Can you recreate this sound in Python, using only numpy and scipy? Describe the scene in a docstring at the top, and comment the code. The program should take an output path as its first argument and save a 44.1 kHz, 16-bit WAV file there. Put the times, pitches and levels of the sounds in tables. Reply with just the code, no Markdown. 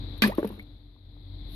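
"""A stone smacks into a water-filled plastic bowl floating in a barrel, heard from close by.
The impact rings the bowl and one low note of the barrel; the air pocket behind the stone booms as
a cavity resonator, then closes with a rising bloop. Bubbles pip, the rocking bowl gulps, spray
falls back and the water sloshes to rest. A low hum and a thin hiss lie underneath."""
import sys
import numpy as np
from scipy import signal
from scipy.fft import rfft, irfft
from scipy.io import wavfile

SR = 44100
rng = np.random.default_rng(int(sys.argv[2]) if len(sys.argv) > 2 else 0)


def generate_wav(signal):
    """Clip the signal to [-1, 1] and save it as 16-bit WAV at the path in sys.argv[1]."""
    frames = np.transpose(np.atleast_2d(signal))
    scaled = np.clip(frames, -1, 1) * 32767
    pcm = np.round(scaled).astype(np.int16)
    wavfile.write(sys.argv[1], SR, pcm)


N = 68355
TIME = np.arange(N) / SR
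FREQS = np.fft.rfftfreq(N, 1 / SR)

# the stone's blows on water and bowl [t/s, level/dB]
BLOWS = [(0.2197, -11.5), (0.236, -31), (0.253, -38)]
# spectrum of the smack [f/Hz, relative level/dB]
SMACK_SPECTRUM = [(150, -11.5), (450, 0.5), (850, -16.5), (1300, -11.5), (1650, -8), (2400, -1.5),
                  (2850, -11), (3400, -6.5), (4400, -4), (5400, -16), (6500, -23.5), (8700, -27),
                  (10800, -18)]
# balance of the smack [f/Hz, left minus right/dB]
SMACK_PAN = [(4000, -0.5), (10500, 5.5), (14000, 1)]
BLOW_RISE_S = 0.002
def smack():
    """Impact noise: each brief blow radiates a broadband burst with a weaker, longer tail."""
    power = np.zeros(N)
    for start, db in BLOWS:
        power += (amp(db) * burst(start, BLOW_RISE_S, t60=0.019)) ** 2
        power += (amp(db - 7.5) * burst(start, BLOW_RISE_S, t60=0.16)) ** 2
    lean_db = spectrum(SMACK_PAN) / 2
    return np.sqrt(power) * irfft(rfft(noise(SMACK_SPECTRUM)) * amp([lean_db, -lean_db]), N)


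# ringing of the struck bowl, with one low note of the barrel [f/Hz, relative level/dB, T60/s]
RING_MODES = [(433, -7, 0.26), (1117, -7.5, 0.27), (1186, -6, .16), (1555, 0, 0.07), (1705, 0, 0.088),
              (2029, 0.5, 0.1), (2393, 3, 0.105), (2440, 9.5, 0.028), (2510, -4, 0.17), (3196, 4, 0.075),
              (3552, -4, 0.074), (3909, -6.5, 0.11)]
RING_DB, PHASE_SPREAD_RAD = -24.5, 1.33
def impact_ring():
    """Modal vibration: each blow rings the bowl and one low barrel note, in a different phase per ear."""
    first_s, first_db = BLOWS[0]
    ring = np.zeros((2, N))
    for start, db in BLOWS:
        for hz, mode_db, t60 in RING_MODES:
            phase = 2 * np.pi * hz * (TIME - first_s) + PHASE_SPREAD_RAD * rng.standard_normal((2, 1))
            ring += amp(db - first_db + mode_db) * burst(start, BLOW_RISE_S, t60) * np.sin(phase)
    return amp(RING_DB) * ring * pan(db=-2.5)


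def bowl_throb(hz=138.5, db=-25.5):
    """Damped oscillation: a low throb swells and dies as the bowl is pushed under."""
    return amp(db) * burst(BLOWS[0][0], rise=0.058, t60=0.31) * np.sin(2 * np.pi * hz * TIME)


# resonance of the air behind the stone [t/s, f/Hz, level/dB]
POCKET_TRACK = [(0.2205, 224, -27), (0.226, 243, -18.5), (0.238, 197, -21.5), (0.246, 224.6, -13),
                (0.262, 204, -21), (0.274, 201, -22), (0.28, 210, -22.5), (0.295, 200, -30.5),
                (0.335, 204, -66)]
def air_pocket():
    """Cavity resonance: trapped air booms at a pitch set by its changing shape."""
    return gliding_tone(POCKET_TRACK, fade_s=0.002) * pan(db=3.0)


# resonance of the pocket's closing neck [t/s, f/Hz, level/dB]
NECK_TRACK = [(0.27, 282, -25), (0.292, 420.7, -31), (0.3, 580, -25), (0.316, 760, -46),
              (0.323, 900, -30.5), (0.33, 1050, -48), (0.343, 1207, -43.5), (0.356, 1280, -56)]
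def bloop(echo_db=-11):
    """The resonance glides upward as the neck closes, blurred by reflections off the barrel wall."""
    tone = gliding_tone(NECK_TRACK, fade_s=0.0033)[None]
    echoes = unit(rng.standard_normal((2, N)) * burst(0, rise=0.001, t60=0.034)) / np.sqrt(N)
    return tone + amp(echo_db) * convolve(tone, echoes)


# bubbles, from small pips to gulps under the bowl's rim [t/s, f/Hz, level/dB, T60/s]
BUBBLES = [(0.056, 269, -42.5, 0.032), (0.2374, 1660, -12, 0.052), (0.2482, 950, -20.5, 0.029),
           (0.3196, 1840, -37, 0.05), (0.3805, 1015, -28, 0.057), (0.3823, 307, -8, 0.034),
           (0.389, 562, -24, 0.057), (0.4286, 340, -15.5, 0.023), (0.429, 1620, -35, 0.018),
           (0.4449, 433, -17, 0.036), (0.4455, 867, -33, 0.035), (0.446, 191, -21.5, 0.072),
           (0.502, 343, -31, 0.053), (0.504, 924, -38, 0.022), (0.508, 188, -35.5, 0.13),
           (0.5245, 1000, -40, 0.017), (0.5765, 324, -29.5, 0.014), (0.584, 198, -40.5, 0.096),
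           (0.5952, 2114, -35.5, 0.044), (0.963, 947, -52.5, 0.014), (1.167, 740, -46.5, 0.0082)]
RISE_CYCLES, GLIDE_PER_T60, POP_DB = 0.83, 0.275, -18.5
def bubbles():
    """Bubble resonance: each forms with a soft pop and rings, its pitch rising as it nears the surface."""
    tones, pops = np.zeros(N), np.zeros(N)
    for start, hz, db, t60 in BUBBLES:
        age = np.maximum(TIME - start, 0)
        cycles = hz * (age + GLIDE_PER_T60 * age ** 2 / (2 * t60))
        tones -= amp(db) * burst(start, RISE_CYCLES / hz, t60) * np.sin(2 * np.pi * cycles)
        pops += amp(db + POP_DB) * burst(start, rise=0.001, t60=0.042)
    pop_noise = noise([(120, -26), (400, 2.5), (1600, -15.0), (7000, -48.5)])
    return tones * pan(db=1.5) + pops * pop_noise


# air modes of the barrel [f/Hz, gain at resonance/dB, T60/s]
BARREL_MODES = [(203, 1, 0.096), (306, -7.5, 0.14), (432.5, -2, 0.167), (573, -3, 0.082), (1115, -5, 0.081)]
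def barrel(x, echo_db=-15, low_cut_hz=164):
    """Standing waves in the barrel ring on, its wall scatters echoes, and the deepest bass is lost."""
    modes = np.zeros(N)
    for hz, db, t60 in BARREL_MODES:
        damping = np.log(1000) / t60
        modes += amp(db) * 2 * damping / SR * np.exp(-damping * TIME) * np.cos(2 * np.pi * hz * TIME)
    echoes = noise([(150, -2.5), (600, 1)]) * burst(0, rise=0.003, t60=0.092)
    response = modes + amp(echo_db) * unit(echoes) / np.sqrt(N)
    return signal.lfilter(*signal.butter(2, low_cut_hz, "high", fs=SR), x + convolve(x, response))


# drops falling back [t/s, level/dB]
DROPS = [(0.176, -48), (0.2726, -25.5), (0.295, -44), (0.3481, -40), (0.374, -38.5), (0.438, -51),
         (0.4455, -38.5), (0.472, -37), (0.489, -45), (0.523, -50), (0.5904, -50.5), (0.622, -58)]
# spectrum of the spray [f/Hz, relative level/dB]
SPRAY_SPECTRUM = [(1500, -3.5), (3500, 3), (5500, -9.5), (7800, -27.5), (10000, -1), (12000, 4),
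                  (14500, -6)]
DROP_T60_S, DROPLETS_PER_S, DROPLET_RE_SLOSH_DB = 0.038, 400, -13.5
def spray():
    """Incoherent sources add in power: drops land in bright spatters amid a patter of fine droplets."""
    drop_power = sum((amp(db) * burst(start, rise=0.004, t60=DROP_T60_S)) ** 2 for start, db in DROPS)
    falling = (TIME > BLOWS[0][0]) & (TIME < DROPS[-1][0])
    landings = falling * (rng.random(N) < DROPLETS_PER_S / SR)
    energies = landings * rng.exponential(1, N) * amp(curve(SLOSH_LEVEL) + DROPLET_RE_SLOSH_DB) ** 2
    patter_power = abs(signal.fftconvolve(energies, burst(0, rise=0.001, t60=DROP_T60_S) ** 2)[:N])
    spatter = unit(amp(2.5 * drift(N, hz=300)))  # lumpy gain of water breaking into drops
    return np.sqrt(drop_power + patter_power) * spatter * noise(SPRAY_SPECTRUM) * pan(db=5)


# envelope of the sloshing water [t/s, level/dB]
SLOSH_LEVEL = [(0.22, -52.5), (0.26, -30), (0.35, -50.5), (0.39, -45), (0.5, -48.5), (0.65, -60.5),
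               (0.85, -69)]
# spectrum of the slosh [f/Hz, relative level/dB]
SLOSH_SPECTRUM = [(100, -19), (220, 11.5), (600, -0.5), (1300, -9), (3500, -16), (8000, -39)]
def slosh(splashes_per_s=3000, spread_db=4):
    """Shot noise: dense tiny splashes merge and die away as the water settles."""
    sizes = amp(spread_db * np.minimum(rng.exponential(1, (2, N)), 4))
    signs = rng.choice([-1, 1], (2, N))
    splashes = sizes * signs * (rng.random((2, N)) < splashes_per_s / SR)
    return colour(splashes, SLOSH_SPECTRUM) * amp(curve(SLOSH_LEVEL))


# envelopes of the background [t/s, hum level/dB, hiss level/dB]
BACKGROUND_LEVELS = [(0, -34.5, -49.5), (0.13, -36.5, -49), (0.37, -41.5, -58.5), (0.74, -46.5, -62.5),
                     (0.98, -51, -66.5), (1.28, -42, -58.5), (1.46, -37.5, -53)]
# tones of the hum [f/Hz, relative level/dB, modulation depth]
HUM_TONES = [(45, -4, 0.07), (92.6, -6.5, 0.5)]
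# spectrum of the rumble [f/Hz, relative level/dB]
RUMBLE_SPECTRUM = [(20, -13), (50, 2), (115, 0), (180, -13), (300, -13.5), (420, -22.5), (800, -27.5),
                   (6000, -65)]
def hum(rumble_db=-7, drone_hz=292.2):
    """Randomly modulated tones over a rumble sink and come back; a higher drone sinks half as far."""
    level_db = curve(BACKGROUND_LEVELS)
    rumble = amp(rumble_db) * noise(RUMBLE_SPECTRUM)
    tones = sum(amp(db) * wavering(hz, depth) for hz, db, depth in HUM_TONES)
    drone = amp(level_db / 2 - 36) * wavering(drone_hz, depth=0.43)
    return ((rumble + tones) * amp(level_db) + drone) * pan(db=2.5)


# spectrum of the hiss [f/Hz, relative level/dB]
HISS_SPECTRUM = [(1400, -28), (2100, -15), (2850, -27), (3400, -5.5), (3950, 0), (4400, -9), (5000, -27),
                 (6300, -56)]
# envelope of the faint treble fizz [t/s, level/dB]
FIZZ_LEVEL = [(0.15, -73.5), (1.0, -85.5), (1.46, -77.5), (1.53, -56.5)]
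def hiss():
    """Filtered noise: a thin band on the left and a brighter fizz fade and return."""
    band = unit(noise(HISS_SPECTRUM) * pan(db=19)) * amp(curve(BACKGROUND_LEVELS, axis=2))
    return band + noise(SPRAY_SPECTRUM) * amp(curve(FIZZ_LEVEL))


# likeness of the sound at the two ears [f/Hz, coherence]
COHERENCE = [(100, 0.99), (300, 0.79), (700, 0.61), (1400, 0.082)]
def colour(x, points):
    """Interaural coherence: two independent signals get one spectrum, with the bass alike in both."""
    left, other = rfft(x)
    coherence = np.clip(spectrum(COHERENCE), -1, 1)
    right = coherence * left + np.sqrt(1 - coherence ** 2) * other
    return unit(irfft(np.array([left, right]) * amp(spectrum(points)), N))


def noise(points):
    """Stereo Gaussian noise of rms 1, shaped by [f/Hz, relative level/dB] points."""
    return colour(rng.standard_normal((2, N)), points)


def drift(shape, hz):
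    """Low-pass noise: a smooth random fluctuation of rms 1."""
    return unit(irfft(rfft(rng.standard_normal(shape)) * np.exp(-(FREQS / hz) ** 2), N))


def wavering(hz, depth):
    """Quadrature modulation: a tone drifts in level and phase."""
    in_phase, quadrature = drift((2, N), hz=7)
    carrier = np.exp(2j * np.pi * (hz * TIME + rng.random()))
    return unit(((1 + depth * (in_phase + 1j * quadrature)) * carrier).real)


def gliding_tone(track, fade_s):
    """Phase is the integral of frequency: a sine follows a [t/s, f/Hz, level/dB] track."""
    start, end = track[0][0], track[-1][0]
    gate = np.clip(np.minimum(TIME - start, end - TIME) / fade_s, 0, 1)
    cycles = np.cumsum(curve(track) * (TIME > start)) / SR
    return gate * amp(curve(track, axis=2)) * np.sin(2 * np.pi * cycles)


def burst(start, rise, t60):
    """A smooth rise and an exponential decay of 60 dB in t60; times in seconds."""
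    age = np.maximum(TIME - start, 0)
    return np.sin(np.pi / 2 * np.minimum(age / rise, 1)) ** 2 * np.exp(-np.log(1000) * age / t60)


def convolve(x, response):
    """Convolution with an impulse response, cut to the scene's length."""
    return signal.fftconvolve(x, response, axes=1)[:, :N]


def spectrum(points):
    """Interpolation over log frequency."""
    hz, values = np.array(points).T
    return np.interp(np.log(FREQS + 1), np.log(hz), values)


def curve(points, axis=1):
    """Interpolation of one column over time."""
    columns = np.array(points).T
    return np.interp(TIME, columns[0], columns[axis])


def pan(db):
    """Interaural level difference, left minus right, as two gains."""
    return amp([[db / 2], [-db / 2]])


def amp(db):
    """Decibels to amplitude ratio."""
    return 10 ** (np.asarray(db) / 20)


def unit(x):
    """Normalisation to rms 1."""
    return x / np.sqrt(np.mean(abs(x) ** 2) + 1e-20)


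def scene(right_lag_s=8 / SR):
    """Superposition of the sources; all but the impact and the spray reach the left ear first."""
    left, right = air_pocket() + bloop() + barrel(bubbles()) + slosh() + hum() + hiss()
    late_right = np.interp(TIME - right_lag_s, TIME, right)
    impact = impact_ring() + smack() + bowl_throb()
    return impact + np.array([left, late_right]) + spray()


def record(dry, cutoff_hz=14800):
    """Band limiting: a steep low-pass filter removes the highest treble."""
    low_pass = signal.firwin(201, cutoff_hz, window=("kaiser", 8), fs=SR)
    return signal.oaconvolve(dry, low_pass[None], "same")


dry = scene()
out = record(dry)
generate_wav(out)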